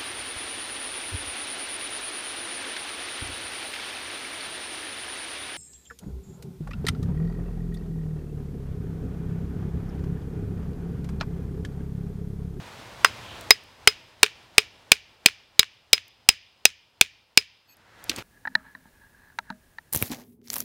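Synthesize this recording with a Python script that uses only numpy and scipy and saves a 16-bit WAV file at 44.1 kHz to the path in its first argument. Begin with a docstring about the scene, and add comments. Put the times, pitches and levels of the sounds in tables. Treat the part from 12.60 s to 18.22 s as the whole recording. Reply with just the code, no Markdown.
"""Outdoors in a yard, close by: a hammer taps a hand-held steel chisel into a lump of rock on a stone slab.
Thirteen blows each crush stone (bursts of coloured noise and a knock) and ring steel and slab (dying sines).
The click and ring return as near echoes and a yard tail; the blows clip the level and grow mostly harder,
so gain control ducks the wavering noise of the open air further.
At the end the chisel squeaks out of its notch, the lump knocks on the slab and grit scrapes."""
import sys
import numpy as np
from scipy import signal
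from scipy.fft import rfft, irfft
from scipy.io import wavfile
from scipy.ndimage import uniform_filter1d, minimum_filter1d, map_coordinates

SR = 44100
rng = np.random.default_rng(int(sys.argv[2]) if len(sys.argv) > 2 else 0)


def unload_audio(sound):
    """Save the sound as a 16-bit wav file, at the path given as the first command line argument."""
    columns = np.transpose(np.atleast_2d(sound))
    # keep every value between -1 and 1, then stretch to whole-number steps
    steps = np.round(np.clip(columns, -1, 1) * 32767)
    wavfile.write(sys.argv[1], SR, steps.astype(np.int16))


N = 248056
TIME = np.arange(N) / SR  # s, the whole scene
AGE = np.arange(SR // 2) / SR  # s since a sound began


def amp(db):
    """Decibels to gain."""
    return 10 ** (np.asarray(db) / 20)


def evened(x):
    """Scales to rms 1."""
    return x / np.sqrt(np.mean(x ** 2) + 1e-20)


def read(points, hz):
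    """Reads a table along a log-frequency axis."""
    f, value = np.transpose(points)
    return np.interp(np.log(hz + 1), np.log(f + 1), value)


def add(mix, s, sound):
    """Mixes a sound in at time s."""
    part = mix[round(s * SR):][:len(sound)]
    part += sound[:len(part)]


def noise(colour_db, size):
    """Noise of rms 1 whose spectrum is the function colour_db of frequency."""
    hz = np.fft.rfftfreq(size, 1 / SR)
    spectrum = rfft(rng.standard_normal(size)) * amp(colour_db(hz))
    return evened(irfft(spectrum, size))


def band_noise(centre_hz, octaves, size=len(AGE)):
    """Noise of rms 1 in a band with soft shoulders, half a second unless a size is given."""
    def shoulders_db(hz):
        return -20 * np.log10(1 + (np.log2((hz + 1) / centre_hz) / octaves) ** 4)
    return noise(shoulders_db, size)


def hump(hz, centre_hz, octaves):
    """A bell, 1 at its centre, on a log-frequency axis."""
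    return np.exp(-(np.log2((hz + 1) / centre_hz) / octaves) ** 2)


def swell(s, half_s):
    """A smooth rise and fall, 1 at time s."""
    return np.exp(-((TIME - s) / half_s) ** 2)


def air(level_db=-44, waver_db=1.06, waver_hz=7):
    """A steady outdoor wash: coloured noise whose level wavers a little and slowly."""
    # spectrum of the open air: f/Hz, relative level/dB
    air_colour = [(15, -36), (25, -8), (114, 2), (145, -6.5), (285, -8), (416, -8.5), (451, -7),
                  (818, -6.5), (962, -5.5), (1100, -8.5), (3820, -15), (16000, -36.5)]
    waver = noise(lambda hz: -20 * np.log10(1 + (hz / waver_hz) ** 2), N)
    wash = noise(lambda hz: read(air_colour, hz), N)
    return amp(level_db + waver_db * waver) * wash


def rustles(octaves=.45):
    """Soft swishes of skin and cloth: bands of noise that rise and fall smoothly."""
    # hand and sleeve shift: t/s at the loudest, level/dB, half length/s, centre f/Hz
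    shifts = [(0.71, -47.5, .09, 3000), (5.314, -49, 0.35, 1570)]
    out = np.zeros(N)
    for s, db, half_s, centre_hz in shifts:
        out += amp(db) * swell(s, half_s) * band_noise(centre_hz, octaves, size=N)
    return out


def yard(x, build_s=0.0077, rubble_t60=0.16):
    """Scattered reflections: a short bright spray from the rubble, then the yard dying away band by band."""
    # energy of the yard's tail: f/Hz, level/dB
    yard_colour = [(100, -39), (400, -48.5), (1200, -52.5), (1800, -39.5), (2800, -34.5), (4000, -44.5),
                   (5500, -47), (7000, -54), (9500, -45), (11000, -64), (15500, -63.5)]
    # how long the yard takes to die by 60 dB: f/Hz, t60/s
    yard_decay = [(100, 0.23), (1000, 0.076), (3000, 0.74), (5000, 0.86), (8000, 0.1), (15000, 0.19)]
    # loose stones all round scatter the click early and brightly: f/Hz, level/dB
    rubble_colour = [(100, -52), (1200, -48.5), (2000, -36.5), (3000, -34.5), (5500, -39.5), (9500, -48),
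                     (11500, -56), (15500, -58)]
    hz, t, bands = signal.stft(rng.standard_normal(SR), SR, nperseg=256)
    yard_t60 = read(yard_decay, hz)[:, None]
    far = amp(read(yard_colour, hz)[:, None] - 60 * t / yard_t60) / np.sqrt(yard_t60)
    near = amp(read(rubble_colour, hz)[:, None] - 60 * t / rubble_t60) / np.sqrt(rubble_t60)
    # with the t60 roots above, a long tail carries no more energy than a short one of equal level
    bands = bands * np.hypot(near, far) * np.sqrt(2 * np.log(1000) / SR)
    build_up = 1 - np.exp(-np.arange(SR) / SR / build_s)
    tail = signal.istft(bands, SR, nperseg=256)[1][:SR] * build_up
    return signal.fftconvolve(x, tail)[:N]


def near_echoes(x, low_hz=600, dull_hz=4800):
    """Rocks and walls close by throw back single, duller copies."""
    # near surfaces: delay/s, level/dB
    surfaces = [(.0103, -23), (.0111, -30), (.0194, -37), (.0250, -43), (.0368, -39), (.0490, -40)]
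    taps = np.zeros(len(AGE))
    for delay, db in surfaces:
        taps[round(delay * SR)] = amp(db)
    band = signal.butter(2, [low_hz, dull_hz], "band", fs=SR, output="sos")
    return signal.fftconvolve(signal.sosfilt(band, x), taps)[:N]


def scrape(grain_db=5, attack_s=0.01):
    """Grit rolls between steel and stone in clumps of tiny grains; each shift starts quickly and dies away."""
    # the tip and the lump grate on grit: t/s at the loudest, level/dB, decay/s
    shifts = [(5.11, -46, .025), (5.502, -36, 0.036), (5.586, -33, 0.017)]
    # spectrum of the grit: f/Hz, relative level/dB per Hz
    grit_colour = [(60, -2.5), (300, 10), (700, -3), (2500, 1), (5000, -7), (9000, -17), (16000, -18)]
    clumps = evened(uniform_filter1d(rng.standard_normal(N), size=70))
    level = np.zeros(N)
    for s, db, decay_s in shifts:
        level += amp(db) * np.exp(-np.maximum((s - TIME) / attack_s, (TIME - s) / decay_s))
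    grit = noise(lambda hz: read(grit_colour, hz), N)
    return level * grit * evened(amp(grain_db * clumps))


def squeak(start=5.066, length=0.092, width_hz=55, gain_db=18, glide=0.03):
    """The tip slides out of its notch; uneven slips excite narrow resonances that sink a little in pitch."""
    # the tip dragged over stone: f/Hz, level/dB before the gain
    resonances = [(2573, -61.5), (4425, -57), (6535, -65), (7790, -68), (11946, -64), (12339, -59)]
    size = int(length * SR)
    lines = np.zeros(size)
    for f, db in resonances:
        lines += amp(db) * noise(lambda hz: -20 * np.log10(1 + ((hz - f) / width_hz) ** 2), size)
    # reading ever more slowly makes the pitch sink
    place = np.cumsum(1 + glide * np.linspace(.5, -.5, size))
    sinking = map_coordinates(lines, [place], order=5)
    out = np.zeros(N)
    add(out, start, amp(gain_db) * sinking * np.hanning(size))
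    return out


def knocks(octaves=1.02, clack_s=0.0036, bump_db=-9, bump_hz=298, bump_octaves=0.31, bump_s=0.0046):
    """Stone meets stone: a short clack over a dull bump of the slab, both dying bands of noise."""
    # the loosened lump drops back on the slab and rocks: t/s, level/dB, centre f/Hz
    drops = [(5.4954, -10, 3930), (5.5156, -25, 2220), (5.5619, -29, 5460)]
    out = np.zeros(N)
    for s, db, centre_hz in drops:
        clack = band_noise(centre_hz, octaves) * np.exp(-AGE / clack_s)
        bump = amp(bump_db) * band_noise(bump_hz, bump_octaves) * np.exp(-AGE / bump_s)
        add(out, s, amp(db) * (clack + bump))
    return out


def chips(centre_hz=10500, octaves=1.0, decay_s=0.00095):
    """Tiny chips of stone click: dry, bright snaps of noise that die at once."""
    # clicks: t/s, level/dB
    clicks = [(0.8107, -31.5), (1.0378, -35), (3.481, -21.5), (5.169, -28), (5.441, -22)]
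    out = np.zeros(N)
    for s, db in clicks:
        add(out, s, amp(db) * band_noise(centre_hz, octaves) * np.exp(-AGE / decay_s))
    return out


def rebounds(centre_hz=2300, octaves=.6, tick_db=-9, tick_octaves=1.5, touch_s=.001):
    """Light, dry second touches of the hammer: a small knock with a thin, wide tick."""
    # the hammer falls back on the chisel: t/s, level/dB
    touches = [(1.6620, -8.5), (2.685, -6), (3.0300, 1), (3.3787, -4.5)]
    out = np.zeros(N)
    pulse = AGE / touch_s * np.exp(1 - AGE / touch_s)
    for s, db in touches:
        touch = band_noise(centre_hz, octaves) + amp(tick_db) * band_noise(centre_hz, tick_octaves)
        add(out, s, amp(db) * touch * pulse)
    return out


def ring(modes, shift=1):
    """A struck body: dying sines in random phase, one a mode; shift scales their pitch."""
    hz, db, t60 = np.transpose(modes)[:, :, None]
    sines = np.sin(2 * np.pi * (shift * hz * AGE + rng.random(hz.shape)))
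    return (amp(db - 60 * AGE / t60) * sines).sum(0)


def crush(knock_hz, body_db, bright_db, crack_db=3, grind_db=-2, knock_db=4, body_base_db=-12,
          crumble_db=-13, swell_s=0.0014, contact_s=0.0034):
    """The tip bites: a bright crack, then stone grinds and knocks until the contact ends and it crumbles."""
    # spectrum of stone being crushed: f/Hz, relative level/dB per Hz
    grind_colour = [(30, -30.5), (300, -26.5), (750, -23), (1500, -3), (2500, 6), (4000, 5.5), (6500, -9),
                    (9000, -9), (12000, -24), (16000, -16.5)]
    contact = 1 / (1 + (AGE / contact_s) ** 10)
    crumble = amp(crumble_db) * np.exp(-AGE / 0.0088)
    crack = noise(lambda hz: 50 * hump(hz, 5800, 1.5), len(AGE)) * np.exp(-AGE / 0.0013)
    grind = noise(lambda hz: read(grind_colour, hz), len(AGE)) * (contact + crumble)
    body = noise(lambda hz: 50 * hump(hz, 1700, 2.0), len(AGE)) * (contact + crumble)
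    knock = np.sin(2 * np.pi * knock_hz * AGE) * contact * (1 - np.exp(-AGE / swell_s))
    bite = amp(crack_db + bright_db) * crack + amp(grind_db) * grind
    return bite + amp(body_base_db + body_db) * body + amp(knock_db) * knock


def hammering(bright_db=3.5, body_db=0, push_s=0.00038, boom_db=7, sing_db=0, click_db=42,
              ring_send_db=-3, stone_send_db=-6, rise_s=.00008):
    """Blows crush rock and ring steel and slab; returns the direct sound and what spreads into the yard."""
    # one row a blow: t/s, force/dB, knock of the rock f/Hz, then relative to the force:
    # chisel ring/dB, sideways ring/dB, slab thud/dB, low push/dB
    blows = [(0.4463, -3.5, 1966, -9, -27.5, -16, -20), (0.9067, 6, 2017, 0.5, -3, -13.5, -21.5),
             (1.2741, 7, 2940, -3, -11.5, -9, -25.5), (1.6308, 8.5, 2448, -19.5, -15.5, -7.5, -13.5),
             (1.9812, 8, 2472, -13.5, -22.5, -9, -10), (2.318, 11, 2467, -13.5, -13, -17.5, -6.5),
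             (2.6599, 13, 2449, -12, -12.5, -17.5, -8.5), (2.9938, 14.5, 3843, -6.5, -27.5, -18.5, -19),
             (3.331, 16, 2299, -3.5, -31, -20.5, -13.5), (3.6887, 17.5, 2550, -6, -22.5, -24, -23.5),
             (4.0536, 17, 2501, -6.5, -8.5, -27, -29.5), (4.4117, 16.5, 2507, -18.5, -30.5, -20, -26.5),
             (4.7745, 16.5, 2448, -3.5, -22.5, -15, -27.5)]
    # modes of each struck body: f/Hz, relative level/dB, t60/s
    # the chisel
    chisel_modes = [(5033, 0, .056), (6600, -28, .04), (9250, -35, .08), (12100, -38, .07),
                    (15570, -28, .05)]
    # the chisel's ways of bending that the grip damps quickly
    side_modes = [(3836, 0, 0.034), (5070, -12.5, 0.023)]
    # a thin trace of the chisel's ring that lingers
    sing_modes = [(5033, -50, 1.0)]
    # the stone slab
    slab_modes = [(429, -7, .068), (345, -20, .04)]
    # the heavy support under the slab, booming faintly
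    base_modes = [(63, -64.5, 0.64), (91, -56, 0.39), (117, -62, 0.14)]
    # the lump of rock
    rock_modes = [(1450, -16, .007), (1900, -10, .008), (2680, -13, .011), (3000, -11, .009),
                  (4150, -10, .008), (4600, -13, .007)]
    # the harder the blow, the more of it goes into the crack and the support, the less into the rock's body
    usual_force_db, bright_per_db, body_per_db, support_per_db = 12, 1.04, -0.91, 0.23
    direct, sent = np.zeros(N), np.zeros(N)
    rise = 1 - np.exp(-AGE / rise_s)
    push = AGE / push_s * np.exp(1 - AGE / push_s)  # the slab gives way once under the blow
    for s, force_db, knock_hz, ring_db, side_db, thud_db, push_db in blows:
        harder_db = force_db - usual_force_db
        seat = rng.uniform(.95, 1.05)  # the lump sits a little differently under every blow
        crushed = crush(knock_hz, body_db + body_per_db * harder_db, bright_db + bright_per_db * harder_db)
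        stone = crushed + ring(rock_modes, seat)
        steel = amp(ring_db) * ring(chisel_modes)
        sides = amp(side_db) * ring(side_modes)
        sing = amp(sing_db + ring_db / 2) * ring(sing_modes)
        slab = amp(thud_db) * ring(slab_modes) + amp(push_db) * push
        support = amp(boom_db + support_per_db * harder_db) * ring(base_modes, seat)
        add(direct, s, amp(force_db) * rise * (stone + steel + sides + sing + slab + support))
        add(sent, s, amp(force_db) * (amp(ring_send_db) * steel + amp(stone_send_db) * stone))
        add(sent, s, amp([force_db + click_db]))  # click of steel on steel, one sample long
    return direct, sent


def gain_control(x, ceiling_db=-3, attack_s=.006, hold_s=0.25, recover_db_per_s=42):
    """Turns down by what passes the ceiling, too late for the crack itself; holds, then comes back up."""
    power = uniform_filter1d(x[0] ** 2, size=221, origin=110)  # mean over the last 5 ms
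    over_db = np.maximum(10 * np.log10(abs(power) + 1e-12) - ceiling_db, 0)
    half = int(hold_s * SR / 2)
    held_db = -minimum_filter1d(-over_db, 2 * half + 1, origin=half)
    # a running maximum on a rising ramp lets the reduction fall no faster than the ramp
    recovery_db = recover_db_per_s * TIME
    down_db = np.maximum.accumulate(held_db + recovery_db) - recovery_db
    lag = np.exp(-1 / (attack_s * SR))
    return x * amp(-signal.lfilter([1 - lag], [1, -lag], down_db))


def scene():
    """Blows, small stone sounds, their echoes and the open air."""
    direct, sent = hammering()
    small = rebounds() + chips() + knocks() + squeak() + scrape()
    reflected = near_echoes(direct + small) + yard(sent + small)
    return (direct + small + reflected + rustles() + air())[None]


def record(dry, low_cut_hz=42, hiss_db=-81, edge_hz=15950):
    """Gain control ducks the air, hiss joins, peaks clip; then a gentle low cut, a band limit and full scale."""
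    levelled = gain_control(dry) + amp(hiss_db) * rng.standard_normal(N)
    low_cut = signal.butter(1, low_cut_hz, "high", fs=SR, output="sos")
    clipped = signal.sosfilt(low_cut, np.clip(levelled, -1, 1))
    band_limit = signal.firwin(255, edge_hz, window=("kaiser", 7), fs=SR)
    limited = signal.oaconvolve(clipped, band_limit[None], "same")
    return np.clip(limited, -1, 1)


dry = scene()
out = record(dry)
unload_audio(out)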